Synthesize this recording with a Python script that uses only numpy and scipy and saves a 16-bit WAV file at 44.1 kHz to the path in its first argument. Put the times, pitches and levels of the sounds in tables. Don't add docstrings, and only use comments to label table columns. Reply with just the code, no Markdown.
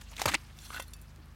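import sys
import numpy as np
from scipy import signal
from scipy.fft import rfft, irfft
from scipy.io import wavfile
from scipy.ndimage import uniform_filter1d

SR = 44100
rng = np.random.default_rng(int(sys.argv[2]) if len(sys.argv) > 2 else 0)


def level_to_linear(level):
    exponent = np.asarray(level, float) / 20
    return 10 ** exponent


def put_to_file(sound):
    columns = np.atleast_2d(sound).T
    safe = np.clip(columns, -1, 1)
    whole_steps = np.round(safe * 32767)
    wavfile.write(sys.argv[1], SR, whole_steps.astype(np.int16))


N = 59535

# (start [s], length [s], level [dB], sod resonance [Hz], grit relative [dB])
TEARS = [(.008, 0.013, -57.5, 1360, 6), (0.107, 0.03, -57.5, 870, -2.5), (0.128, 0.0095, -58, 2700, -23),
         (.159, 0.0018, -59, 3200, -25), (0.165, 0.0014, -50, 3500, -1), (0.18, 0.0035, -57, 2520, 8.5),
         (0.186, 0.0043, -58, 2240, 0), (0.194, 0.0058, -40, 1010, -6), (0.206, 0.0054, -49.5, 2440, 5),
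         (0.2165, 0.002, -38, 890, 6), (.224, .003, -58, 2020, -9), (0.241, 0.0032, -52, 1300, 6),
         (0.2562, 0.0014, -28, 1020, 1), (0.2583, 0.003, -35, 1100, 1), (0.277, 0.006, -29.5, 830, -9),
         (0.283, 0.007, -36, 1110, 1), (0.294, 0.0034, -33, 1300, -18), (0.301, 0.004, -49, 1800, -35),
         (0.317, 0.0071, -40, 1800, -28), (0.3394, 0.0049, -35, 1400, -8), (0.342, 0.004, -28, 2120, -0.5),
         (0.34, 0.011, -33.5, 880, -30), (0.294, 0.035, -45, 217, -33), (0.3498, 0.003, -32, 2580, -11)]
# (start [s], length [s], level [dB], sod resonance [Hz], grit relative [dB])
LOOSENING = [
    (0.084, 0.0089, -70.5, 2580, 7.5),
    (0.496, 0.0075, -62, 2200, -29),
    (0.702, 0.0038, -42, 1360, -26),
    (0.717, 0.0019, -51, 1140, -24),
    (0.721, 0.017, -48, 1431, -11),
    (0.742, 0.0034, -46, 900, 1.5),
    (0.767, 0.016, -44, 1390, -19),
    (0.794, 0.0018, -42, 614, -6),
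    (0.7981, 0.004, -47, 1340, 5),
    (1.171, 0.028, -61, 302, -40),
]
# (time [s], level [dB])
SHOVE = [
    (.1, -65),
    (.16, -58.5),
    (0.202, -42.5),
    (0.234, -44.5),
    (0.254, -51),
    (0.269, -39.5),
    (.31, -40),
    (0.337, -40.5),
    (.362, -89),
]
# (frequency [Hz], density [dB per Hz])
GRIT_SPECTRUM = [(1180, -23), (2000, -4.5), (6310, -7), (6880, -5.5), (10200, -12.5), (12800, -14.5),
                 (16000, -19)]
# (time [s],
# peak [dB], pitch [Hz], ring [s])
SNAPS = [(.1665, -38, 3200, .001), (.1865, -31, 2300, .001), (.2170, -19, 800, .0025),
         (.2172, -24, 2400, .0012), (.2174, -24, 3700, .001), (.2565, -13, 1000, .001),
         (.2568, -17, 600, .003), (.2575, -22, 330, .004), (.262, -23, 900, .002), (.2575, -21, 4700, .001),
         (.2598, -19, 1200, .001), (.279, -29, 4300, .004), (.283, -27, 3900, .003),
         (.2855, -32, 6900, .003), (.3185, -27, 1800, .001), (.3435, -27, 8800, .0012),
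         (.3436, -15, 2000, .002), (.344, -26, 6000, .001), (.3508, -17, 2500, .0018),
         (.7048, -31, 1250, .0012), (.882, -51, 4250, .006), (.953, -62, 2610, .05)]
# (time [s], level [dB], favoured pitch [Hz], reach [octaves])
CATCHES = [(.7165, -46, 1200, .4), (0.726, -46, 1600, 0.42), (.733, -40.5, 1500, 0.72),
           (0.7449, -33, 1500, 0.18), (.7485, -35.5, 1700, 0.49), (.756, -39, 1600, 0.28),
           (0.7641, -30, 1580, .3), (.770, -36.5, 2700, 0.24), (.7755, -40, 2200, 0.7),
           (0.7959, -39.5, 596, 0.51), (0.7987, -27, 2500, 0.86), (.7995, -32.5, 1010, 0.15),
           (.806, -48, 2700, 0.31), (.8175, -40.5, 1800, .6), (.824, -41, 2065, 0.37),
           (0.2604, -19.5, 2630, 0.29), (.2665, -33, 2100, 0.24), (.2735, -27, 1020, 0.22),
           (0.2945, -21, 1300, 0.44), (0.324, -37, 3200, .3), (0.3382, -19, 1490, 0.52),
           (0.347, -17.5, 2600, 0.12), (0.3527, -19, 2730, 0.4)]
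# (frequency [Hz], level [dB], T60 [s])
LOADED_MODES = [(540, -13.5, 0.14), (1010, -8, 0.024), (1488, 3.5, 0.086), (1730, -20, 0.055),
                (1905, -5, 0.13), (2065, -3, .1), (2630, -10, 0.11), (2694, 1.5, 0.077), (3200, 0, 0.091),
                (3460, -3.5, 0.076), (4420, -22, 0.064), (5340, -12, .06), (5700, -1, .05),
                (6200, -13, .05)]
# (time [s], peak [dB], frequency [Hz], width [Hz])
SPECKS = [
    (1.075, -56, 4000, 4000),
    (1.1123, -53, 7000, 4000),
    (1.128, -66, 7000, 4000),
    (1.1614, -43.5, 5470, 7000),
    (1.259, -45, 11000, 4000),
    (1.284, -54, 7000, 6000),
    (.9358, -46, 2000, 2500),
]
# (time [s], level [dB])
DRAG = [(0.549, -76), (0.573, -58), (.59, -59.5), (.605, -57), (0.659, -52), (0.692, -55.5), (0.727, -52.5),
        (.746, -49.5), (.758, -49.5), (0.768, -50), (.789, -53.5), (0.814, -60), (0.824, -53),
        (0.851, -65.5), (.885, -61), (0.921, -71), (1.06, -69)]
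# (frequency [Hz], width [Hz], level [dB])
NECK_RINGS = [(1530, 72, 5.5), (1684, 11, -2), (2800, 41, -1), (3380, 140, 4.5), (4120, 36, 3)]
# (frequency [Hz], level [dB], T60 [s])
FREE_MODES = [(2700, 4.5, 0.04), (3540, 2, 0.057), (4560, -3.5, 0.095), (4150, -10, 0.02),
              (5595, -1.5, 0.065), (6060, -16, 0.053), (7170, -3, 0.062), (8200, -9, 0.014),
              (9230, -3, 0.041), (9750, -9, 0.06), (10860, -16, 0.04), (11100, -4, 0.061),
              (12300, -3, 0.048), (13800, -33, 0.21)]
# (time [s], level [dB], favoured pitch [Hz], reach [octaves])
TICKS = [(.57, -81, 8200, 0.46), (0.588, -51, 4600, 0.91), (0.619, -57, 6900, 0.24),
         (0.65, -55, 5360, 0.31), (0.7989, -42.5, 8900, 0.19), (0.823, -51, 3400, 0.23),
         (.8240, -48.5, 10500, 0.6), (0.88, -79, 4600, 0.43), (0.8806, -58.5, 11000, 0.44),
         (0.907, -61, 9230, 0.18), (0.9352, -45, 6740, 0.92), (0.965, -60.5, 11100, 0.3),
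         (1.015, -56.5, 12600, 0.52), (1.022, -59.5, 8600, 0.32)]
# (time [s], rate [Hz])
IDLE_RATE = [(0, 25.27), (0.301, 25.98), (.6, 25.51), (1.001, 25.9), (1.35, 26.02)]
# (multiple of firing rate, level [dB])
IDLE_ORDERS = [(2, -52.5), (3, -56), (4, -65), (5, -62), (6, -64), (7, -100), (8, -70), (9, -70),
               (10, -76.5), (13, -79.5)]
# (frequency [Hz], density [dB per Hz])
GARDEN_SPECTRUM = [(40, 2), (110, -0.5), (240, -12), (480, -17.5), (1300, -16), (3000, -24), (7000, -35),
                   (15000, -35.5)]


def svf(x, hz, width_hz):
    b, a = signal.iirpeak(min(hz, .45 * SR), hz / width_hz, SR)
    return signal.lfilter(b, a, x)


def unit(x):
    return x / np.sqrt(np.mean(x ** 2))


def colour(x, points):
    hz, db = np.transpose(points)
    log_hz = np.log(np.arange(len(x) // 2 + 1) * SR / len(x) + 1)
    return irfft(rfft(x) * level_to_linear(np.interp(log_hz, np.log(hz), db)), len(x))


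def track_db(t, points):
    s, db = np.transpose(points)
    return np.interp(t, s, db, left=-120, right=-120)


def walk(rate_hz):
    hold = int(SR / rate_hz)
    steps = np.repeat(rng.standard_normal(N // 64), hold)[:N]
    return unit(uniform_filter1d(uniform_filter1d(steps, hold), hold))


def crumbs(patchy_db, rate_hz):
    out = np.zeros(N)
    for hz in 150 * 2 ** np.arange(0, 6.8, .25):
        flare = level_to_linear(patchy_db * walk(rate_hz * min(hz / 2000, 1) ** .5))
        out += flare * svf(rng.standard_normal(N), hz, hz / 5)
    return unit(out)


def strike(modes, pitch_hz, reach_oct):
    click = 1. * (np.arange(SR // 10) == 0)
    out = np.zeros(len(click))
    for hz, db, t60_s in modes:
        gain = np.exp(-(np.log2(hz / pitch_hz) / reach_oct) ** 2 / 2)
        r = np.exp(-np.log(1000) / (t60_s * SR))
        w = 2 * np.pi * hz / SR
        out += gain * level_to_linear(db) * signal.lfilter([0, np.sin(w)], [1, -2 * r * np.cos(w), r * r], click)
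    return out / np.abs(out).max()


def roots(t):
    rise_fraction, fall_s, settle_db, settle_s = 0.36, 0.0037, -26, 0.012
    sod_width, low_db, low_hz = 0.38, -16.5, 288
    grain = crumbs(5.5, 300)
    grit = unit(colour(grain, GRIT_SPECTRUM))
    out = np.zeros(N)
    for s, length_s, db, hz, grit_db in TEARS + LOOSENING:
        i = slice(int(s * SR), int(s * SR) + SR // 8)
        u = np.maximum(t[i] - s, 0)
        late = np.maximum(u - length_s, 0)
        env = np.minimum(u / (rise_fraction * length_s), 1)
        env = env * (np.exp(-late / fall_s) + level_to_linear(settle_db) * np.exp(-late / settle_s))

        def match(y):
            return y / np.sqrt(np.sum(y ** 2) / np.sum(env ** 2))

        x = grain[i] * env
        sod = match(svf(svf(x, hz, sod_width * hz), hz, 3 * hz))
        low = match(svf(svf(x, low_hz, 176), low_hz, 260))
        out[i] += level_to_linear(db) * (sod + level_to_linear(low_db) * low + level_to_linear(grit_db) * match(grit[i] * env))
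    crushed = unit(svf(grain, 1300, 3900)) + level_to_linear(-45) * grit
    out += level_to_linear(track_db(t, SHOVE)) * crushed
    after = np.maximum(t - TEARS[-1][0], 0)
    trickle = (after > 0) * np.exp(-after / 0.21) * unit(svf(grain, 1800, 2600))
    return out + level_to_linear(-57) * trickle


def snaps(t):
    out = np.zeros(N)
    for s, db, hz, ring_s in SNAPS:
        u = np.maximum(t - s, 0)
        out += level_to_linear(db) * np.exp(-u / ring_s) * np.sin(2 * np.pi * hz * u)
    return signal.sosfilt(signal.butter(2, 260, "high", fs=SR, output="sos"), out)


def thud(t):
    start_s, level_db, from_hz, to_hz, sag_s, fade_s = .2565, -29, 250, 60, .010, .021
    u = np.maximum(t - start_s, 0)
    hz = to_hz + (from_hz - to_hz) * np.exp(-u / sag_s)
    env = (u / fade_s) ** 0.12 * np.exp(-(u / fade_s) ** 2 / 2)
    return level_to_linear(level_db) * env * np.sin(2 * np.pi * np.cumsum(hz * (u > 0)) / SR)


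def catches():
    buried_until_s, buried_fade_s, free_fade_s = .4, .004, .025
    out = np.zeros(N)
    for s, db, hz, reach_oct in CATCHES:
        y = strike(LOADED_MODES, hz, reach_oct)
        fade_s = buried_fade_s if s < buried_until_s else free_fade_s
        y = y * np.exp(-np.arange(len(y)) / SR / fade_s)
        out[int(s * SR):][:len(y)] += level_to_linear(db) * y / np.abs(y).max()
    return out


def scrape(t):
    neck_db, neck_per_db, hiss_db, hiss_hz, ring_db = 2.5, 3, -6, 4930, -5.5
    neck_flicker_db, ring_flicker_db, ring_blur = 2.5, 4, 4
    pressure_db = track_db(t, DRAG) + 0.77 * walk(119.2)
    x = crumbs(3.0, 250)
    neck = 1.9 * unit(svf(x, 1600, 1400))
    for hz, width_hz, db in NECK_RINGS:
        neck += level_to_linear(db + neck_flicker_db * walk(59.8)) * unit(svf(x, hz, 1.9 * width_hz))
    rings = np.zeros(N)
    for hz, _, t60_s in FREE_MODES:
        rings += level_to_linear(ring_flicker_db * walk(39.8)) * unit(svf(x, hz, ring_blur / t60_s))
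    hiss = unit(svf(svf(x, hiss_hz, 6500), hiss_hz, 21500))
    bright = level_to_linear(hiss_db) * hiss + level_to_linear(ring_db) * unit(rings)
    top_db = max(db for _, db in DRAG)
    neck_level_db = top_db + neck_db + neck_per_db * (pressure_db - top_db)
    return level_to_linear(pressure_db) * bright + level_to_linear(neck_level_db) * unit(neck)


def ticks(t):
    tick_s, crack_db = .0025, 11
    out = np.zeros(N)
    noise = rng.standard_normal(N)
    for s, db, hz, reach_oct in TICKS:
        i = slice(int(s * SR), int(s * SR) + SR // 10)
        x = noise[i] * np.exp(-(t[i] - t[i][0]) / tick_s)
        crack = svf(x, hz, reach_oct * hz)
        out[i] += level_to_linear(db) * (3 * strike(FREE_MODES, hz, reach_oct)[:len(x)] + level_to_linear(crack_db) * crack)
    return out


def specks():
    out = np.zeros(N)
    click = 1. * (np.arange(SR // 100) == 0)
    for s, db, hz, width_hz in SPECKS:
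        y = svf(click, hz, width_hz)
        out[int(s * SR):][:len(y)] += level_to_linear(db) * y / np.abs(y).max()
    return out


def idle(t):
    wobble_db, wobble_rad = 1.8, .6
    s, rate_hz = np.transpose(IDLE_RATE)
    phase = 2 * np.pi * np.cumsum(np.interp(t, s, rate_hz)) / SR
    out = np.zeros(N)
    for k, db in IDLE_ORDERS:
        level = np.sqrt(2) * level_to_linear(db + wobble_db * walk(7.86))
        offset_rad = 2 * np.pi * rng.random() + wobble_rad * walk(5.9)
        out += level * np.sin(k * phase + offset_rad)
    return out


def garden(t):
    rustle = unit(svf(crumbs(6.6, 61.6), 4000, 3600))
    rustle = rustle * level_to_linear(-63 + 1.0 * walk(22.994)) * np.exp(-t / 0.95)
    air = crumbs(0.99, 30.7) + rng.standard_normal(N)
    return level_to_linear(-58) * unit(colour(air, GARDEN_SPECTRUM)) + rustle


def scene():
    t = np.arange(N) / SR
    stutter_db = 2 * np.clip(walk(400), -2.5, 1)
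    torn = roots(t) * level_to_linear(stutter_db)
    blade = thud(t) + catches() + scrape(t) + ticks(t)
    mix = torn + snaps(t) + blade + specks() + idle(t) + garden(t)
    return mix[None]


def roll_off(x):
    return signal.sosfilt(signal.butter(12, 16840, fs=SR, output="sos"), x)


def record(dry):
    x = signal.sosfilt(signal.butter(4, 42, "high", fs=SR, output="sos"), dry)
    x = signal.sosfilt(signal.ellip(8, .2, 70, 15900, fs=SR, output="sos"), x)
    return roll_off(x)


dry = scene()
out = record(dry)
put_to_file(out)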